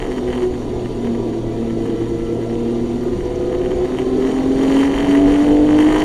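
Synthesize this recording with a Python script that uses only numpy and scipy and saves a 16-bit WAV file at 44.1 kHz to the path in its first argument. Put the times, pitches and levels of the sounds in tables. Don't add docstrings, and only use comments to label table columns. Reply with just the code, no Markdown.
import sys
import numpy as np
from scipy import signal
from scipy.fft import rfft, irfft
from scipy.io import wavfile
from scipy.ndimage import uniform_filter1d

SR = 44100
rng = np.random.default_rng(int(sys.argv[2]) if len(sys.argv) > 2 else 0)


def master_out(mix):
    frames = np.transpose(np.atleast_2d(mix))
    ceiling = np.clip(frames, -1, 1)
    pcm = np.round(ceiling * 32767).astype(np.int16)
    wavfile.write(sys.argv[1], SR, pcm)


N = 266364

# time_s, cycle_rate_hz (four-stroke cycles), firing_level_db
ENGINE_SPEED = [(0, 43.22, -41), (.14, 42.2, -28), (.35, 41.36, -24.5), (.65, 40.63, -32.5),
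                (.95, 39.62, -31.5), (1.1, 39.19, -17.5), (1.2, 38.83, -28), (1.28, 38.53, -25),
                (1.4, 38.48, -33), (1.53, 38.18, -32), (1.64, 38.36, -19.5), (1.95, 38.36, -33.5),
                (2.4, 38.81, -29), (2.7, 39.29, -22), (3.05, 40.4, -25), (3.5, 41.55, -50),
                (3.75, 42.17, -41), (3.92, 42.68, -26), (4.4, 43.83, -19), (4.8, 45.65, -13),
                (5.0, 46.7, -20.5), (5.15, 47.21, -11.5), (5.45, 48.99, -12.5), (5.8, 50.54, -10),
                (6.04, 51.56, -16.5)]
# time_s, opening (0 shut, about 1 full)
THROTTLE_OPENING = [(0, 0.44), (.5, 0.24), (1, 0.38), (1.6, 0.21), (2.2, 0.04), (2.8, 0.26), (3.4, 0.42),
                    (4, 0.58), (4.6, 0.98), (5.2, 1.01), (6.04, 1.01)]
# pitch_hz, level_db (before waver and slowing)
CABIN_PASSES = [(114, -30), (120, -32.5), (125, -36), (129, -39), (154, -38), (343, -34), (365, -27),
                (376, -29), (392, -22.5), (425, -33), (440, -25), (455, -22.5), (457, -30.5), (471, -27.5),
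                (480, -50), (488, -32.5), (497, -24), (508, -31.5), (518, -50.5), (545, -29.5), (565, -41),
                (590, -28.5), (616, -34.5)]
# order (multiple of the cycle), waver_db, change_while_slowing_db
ORDER_WAVER = [(3, 1.5, -0.5), (9, 2.6, -5.5), (12, 2, -12)]
# order, base_level_db (throttle and cabin change it)
UNEVEN_ORDERS = [(1, -39.5), (2, -50), (4, -38), (5, -41), (7, -32.5), (8, -38), (10, -37.5), (11, -44.5),
                 (13, -46), (14, -41), (15, -50), (16, -48), (17, -52.5), (18, -44.5), (19, -53), (20, -72),
                 (21, -53), (24, -46.5), (25, -46), (30, -47)]
# pitch_hz, width_hz, lift_db
CABIN_RESONANCES = [(101.4, 9.7, 18), (226, 10, 9.5), (252.4, 18, 14), (297, 22, -1), (307.4, 16, 9.5),
                    (394.4, 19, 10), (497, 20, 11.5), (543, 7.7, 6.5), (670.4, 32, 15), (795, 92, 8),
                    (980, 56, 5), (1210, 11, -0.5)]
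# multiple (of the tooth contact rate), base_level_db
GEAR_TONES = [(.5, -41), (2, -50), (3, -55), (4, -54), (6, -56)]
# time_s, change_db
GEAR_LEVEL = [(0, -8.5), (1.3, -9), (1.7, -0.5), (2.3, 1.5), (2.7, -3), (3.1, -5.5), (6.04, -7)]
# time_s, pitch_hz, level_db
TYRE_HUM = [(0, 362.4, -30.5), (.16, 364.3, -33), (.28, 366, -18.5), (.46, 367, -22), (.56, 365, -32),
            (.8, 358, -33.5), (1.05, 346, -31.5), (1.45, 335, -30), (1.8, 336, -23.5), (2.1, 336.6, -28.5),
            (2.5, 340.1, -25.5), (2.85, 342, -26.5), (3.6, 359, -25.5), (3.85, 365, -22), (4.4, 379.6, -31),
            (4.8, 387, -26), (5.2, 386, -26.5), (5.6, 397, -33), (6.04, 411, -32.5)]
# start_s, end_s, extra_rumble_db
ROUGH_ROAD = [(0, 1.0, 2.5), (3.13, 3.85, 5), (4.7, 5.95, 4.5)]
# pitch_hz, relative_level_db (per Hz)
RUMBLE_COLOUR = [(15, -13.5), (30, 4), (50, -13.5), (70, -2), (95, -23), (140, -22)]
# pitch_hz, relative_level_db (per Hz)
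ROAR_COLOUR = [(60, -23.5), (100, -2), (170, -0.5), (230, 3.5), (330, 3.5), (430, 6.5), (560, -7.5),
               (700, -10), (900, -16), (1300, -22), (1600, -24), (2500, -24.5), (3400, -25.5),
               (4800, -33.5)]
# pitch_hz, relative_level_db (per Hz)
HISS_COLOUR = [(1940, -41), (3300, -6), (4600, -1.5), (5100, 1.5), (5520, -3.5), (6930, -4.5), (7740, -9.5),
               (8970, -10), (14300, -26)]
# pitch_hz, width_hz, lift_db
HOUSING_RESONANCES = [(970, 90, 5), (1190, 60, 6), (1700, 150, 3), (1950, 250, 5), (2810, 100, 3),
                      (3065, 110, 8), (3635, 110, 5), (4585, 120, 7), (5675, 200, 4), (6935, 130, 8),
                      (8500, 300, 5), (9450, 200, 5), (11500, 300, 5)]
# pitch_hz, width_hz, change_db
SPECTRUM_HOLLOWS = [(5006, 330, -20.5), (7420, 120, -5), (7900, 240, -8.5), (10150, 190, -4),
                    (11600, 300, -2.5)]
# time_s, buzz_db, hiss_db
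BUZZ_AND_HISS = [(0, -32, -48.5), (.13, -40.5, -49), (.19, -38, -49), (.25, -48, -50), (.3, -35, -49.5),
                 (.44, -36.5, -48.5), (.48, -52.5, -50.5), (1.4, -57, -51), (1.9, -46, -51),
                 (3.1, -47.5, -50), (3.6, -46.5, -51), (4, -39.5, -48), (4.12, -47, -49.5),
                 (4.3, -36, -45.5), (4.5, -41.5, -47.5), (4.65, -31.5, -43), (4.8, -27.5, -40.5),
                 (4.9, -31, -46), (5.12, -29, -43.5), (5.22, -32, -45.5), (5.42, -30, -43.5),
                 (5.6, -39, -46.5), (5.82, -27, -43.5), (6.04, -27, -42.5)]
# pitch_hz, relative_level_db
KNOCK_COLOUR = [(500, -34.5), (800, 4), (1400, -7), (2000, -4), (2500, -10), (3200, -7), (3450, -20),
                (4800, -22.5), (7000, -23.5), (10000, -29.5), (12000, -35), (14400, -52)]
# time_s, peak_db
HARD_KNOCKS = [(0.1077, -41), (0.1615, -30), (0.182, -23), (0.29, -28), (0.3287, -27), (0.421, -22),
               (0.54, -27), (0.62, -29), (0.8592, -24), (1.051, -25), (1.072, -25), (1.15, -28),
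               (1.29, -35), (1.3349, -31), (1.7057, -27), (1.8626, -25.5), (3.21, -30), (3.5284, -23),
               (3.55, -25), (3.6199, -28), (3.65, -25.5), (3.717, -21), (3.8511, -29), (3.987, -16),
               (4.2238, -24), (4.277, -28), (4.316, -24), (4.427, -43), (4.7015, -25), (4.7227, -36),
               (4.7666, -21), (4.873, -29), (4.9433, -20), (5.002, -19), (5.1513, -17.5), (5.3526, -25),
               (5.693, -24), (5.7393, -36), (5.757, -29), (5.8935, -22)]
# time_s, base_level_db (lowered later), pitch_hz
STONE_TICKS = [(2.955, -39, 6963), (3.0365, -42, 12000), (3.2527, -32, 6243), (3.3576, -31, 6197),
               (3.397, -41, 6063)]

CYLINDERS = 6
TOOTH_CONTACTS = 26 / 3
RUMBLE_DB, RUMBLE_LUMPS_DB = -33.5, 2
SHUT_THROTTLE_ROAR_DB = -28
CHATTER_DB, CHATTER_S = -19.5, 0.046
KICK_S = 4.7666
TREBLE_EDGE_HZ = 14480


def gain_of(db):
    return 10 ** (np.asarray(db) / 20)


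def evened(x):
    return x / np.sqrt(np.mean(x ** 2) + 1e-20)


def curves(rows):
    times_s, *columns = np.transpose(rows)
    return [np.interp(np.arange(N) / SR, times_s, column) for column in columns]


def read(points, hz):
    pitches_hz, values = np.transpose(points)
    return np.interp(np.log(hz + 1), np.log(pitches_hz + 1), values)


def lift(modes, hz):
    return sum(db / (1 + (2 * (hz - centre) / width) ** 2) for centre, width, db in modes)


def drift(rate_hz):
    spectrum = rfft(rng.standard_normal(N))
    smoothing = 1 + (np.fft.rfftfreq(N, 1 / SR) / rate_hz) ** 4
    return evened(irfft(spectrum / smoothing, N))


def noise(colour_db, size, patchy_db):
    frames, hz = 4 * N // size + 5, np.fft.rfftfreq(size, 1 / SR)
    real, imaginary, patches = rng.standard_normal((frames, len(hz), 3)).T
    patches = uniform_filter1d(patches, size=8, axis=0)
    patches = evened(uniform_filter1d(patches, size=6, axis=1))
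    level_db = colour_db(hz)[:, None] + patchy_db * patches
    spectra = (real + 1j * imaginary) * gain_of(level_db)
    return evened(signal.istft(spectra, nperseg=size, noverlap=3 * size // 4)[1][:N])


def tone(turns, db):
    return np.sqrt(2) * gain_of(db) * np.cos(2 * np.pi * (turns + rng.random()))


def engine():
    cycle_hz, firing_db = curves(ENGINE_SPEED)
    throttle = curves(THROTTLE_OPENING)[0]
    turns = np.cumsum(cycle_hz) / SR + 0.0041 * drift(27)
    out = tone(CYLINDERS * turns, firing_db + 1.1 * drift(16))

    slowing = uniform_filter1d(1. * (np.gradient(cycle_hz) < 0), size=12000)
    for order, waver_db, slowing_db in ORDER_WAVER:
        passed_db = read(CABIN_PASSES, order * cycle_hz)
        out += tone(order * turns, passed_db + slowing_db * slowing + waver_db * drift(9))

    for order, base_db in UNEVEN_ORDERS:
        throttle_db = 8 * throttle - 10.0
        cabin_db = lift(CABIN_RESONANCES, order * cycle_hz)
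        out += tone(order * turns, base_db + throttle_db + cabin_db + 2.7 * drift(6.6))

    gear_db = curves(GEAR_LEVEL)[0]
    for multiple, base_db in GEAR_TONES:
        out += tone(multiple * TOOTH_CONTACTS * turns, base_db + gear_db + 2 * drift(7.6))
    return out


def tyres():
    hum_hz, level_db = curves(TYRE_HUM)
    turns = np.cumsum(hum_hz) / SR + .05 * drift(15)
    level_db = level_db + 2.2 * drift(11) + 2.1 * drift(23)
    return tone(turns, level_db) + tone(2 * turns, level_db - 24.0)


def body():
    t = np.arange(N) / SR
    rough_db = sum(db * (t > start) * (t < end) for start, end, db in ROUGH_ROAD)
    rough_db = uniform_filter1d(1. * rough_db, size=4000)
    rumble_db = RUMBLE_DB + RUMBLE_LUMPS_DB * drift(5.5) + rough_db
    roar_db = SHUT_THROTTLE_ROAR_DB + 5.9 * curves(THROTTLE_OPENING)[0] + 0.53 * drift(33)
    hiss_db = curves(BUZZ_AND_HISS)[1] + 0.41 * drift(14)

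    def rumble_colour(hz):
        return read(RUMBLE_COLOUR, hz) - 60 * (hz > 200)

    def roar_colour(hz):
        resonances_db = .5 * lift(CABIN_RESONANCES + HOUSING_RESONANCES, hz)
        return read(ROAR_COLOUR, hz) + resonances_db - 60 * (hz > 4900)

    def hiss_colour(hz):
        return read(HISS_COLOUR, hz) + lift(SPECTRUM_HOLLOWS + HOUSING_RESONANCES, hz) - 60 * (hz < 3300)

    rumble = gain_of(rumble_db) * noise(rumble_colour, size=4096, patchy_db=-0.5)
    roar = gain_of(roar_db) * noise(roar_colour, size=2048, patchy_db=2.0)
    hiss = gain_of(hiss_db) * noise(hiss_colour, size=512, patchy_db=1.4)
    return rumble + roar + hiss


def mount(shaking):
    swing = shaking / np.sqrt(uniform_filter1d(shaking ** 2, size=2500) + 1e-12)
    turns = np.cumsum(curves(ENGINE_SPEED)[0]) / SR
    cycle = np.cos(2 * np.pi * (turns - turns[round(KICK_S * SR)]))
    depth = np.maximum(-swing - .35, 0) * gain_of(4 * cycle)
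    trough = (np.roll(swing, 1) > swing) & (np.roll(swing, -1) >= swing)

    chance = rng.standard_normal((N, 2))
    knocks = 3.2 * trough * depth * gain_of(1.5 * chance[:, 0])
    knocks += (.8 * depth + .1) * chance[:, 1]

    hz = abs(np.fft.fftfreq(4096, 1 / SR))
    colour_db = read(KNOCK_COLOUR, hz) + lift(HOUSING_RESONANCES + SPECTRUM_HOLLOWS, hz)
    log_gain = np.log(gain_of(colour_db))
    ring = np.fft.ifft(np.exp(np.conj(signal.hilbert(log_gain)))).real[:2048]

    buzz = signal.oaconvolve(knocks, ring)[:N]
    power = uniform_filter1d(uniform_filter1d(buzz ** 2, size=1800), size=1800)
    buzz /= np.sqrt(power + 1e-12)

    jolts = np.zeros(N)
    times_s, peak_db = np.transpose(HARD_KNOCKS)
    jolts[np.round(times_s * SR).astype(int)] = gain_of(peak_db)
    swell = np.hanning(round(CHATTER_S * SR))
    chatter = gain_of(CHATTER_DB) * signal.oaconvolve(jolts, swell, "same")
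    buzz_gain = gain_of(curves(BUZZ_AND_HISS)[0] + 1.84 * drift(15.5)) + chatter
    hard_knocks = signal.oaconvolve(jolts, ring)[:N] / abs(ring).max()
    return buzz_gain * buzz + hard_knocks


def grit():
    out, t = np.zeros(N), np.arange(600) / SR
    puffs = rng.standard_normal((len(STONE_TICKS), len(t)))
    for (start_s, level_db, pitch_hz), puff in zip(STONE_TICKS, puffs):
        edges_hz = [pitch_hz * 0.95, pitch_hz * 1.07]
        band = signal.butter(2, edges_hz, "bandpass", fs=SR, output="sos")
        fade = gain_of(level_db - 5.5 - 60 * t / 0.026)
        attack = 1 - np.exp(-t / .001)
        out[round(start_s * SR):][:len(t)] += fade * attack * evened(signal.sosfilt(band, puff))
    return out


def scene():
    shaking = engine() + tyres()
    return (shaking + body() + mount(shaking) + grit())[None]


def record(dry):
    rounded = 1.1 * np.tanh(dry / 1.1) + .0077
    treble_cut = signal.firwin(1023, TREBLE_EDGE_HZ, window=("kaiser", 9), fs=SR)
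    return signal.oaconvolve(rounded, treble_cut[None], "same")


dry = scene()
out = record(dry)
master_out(out)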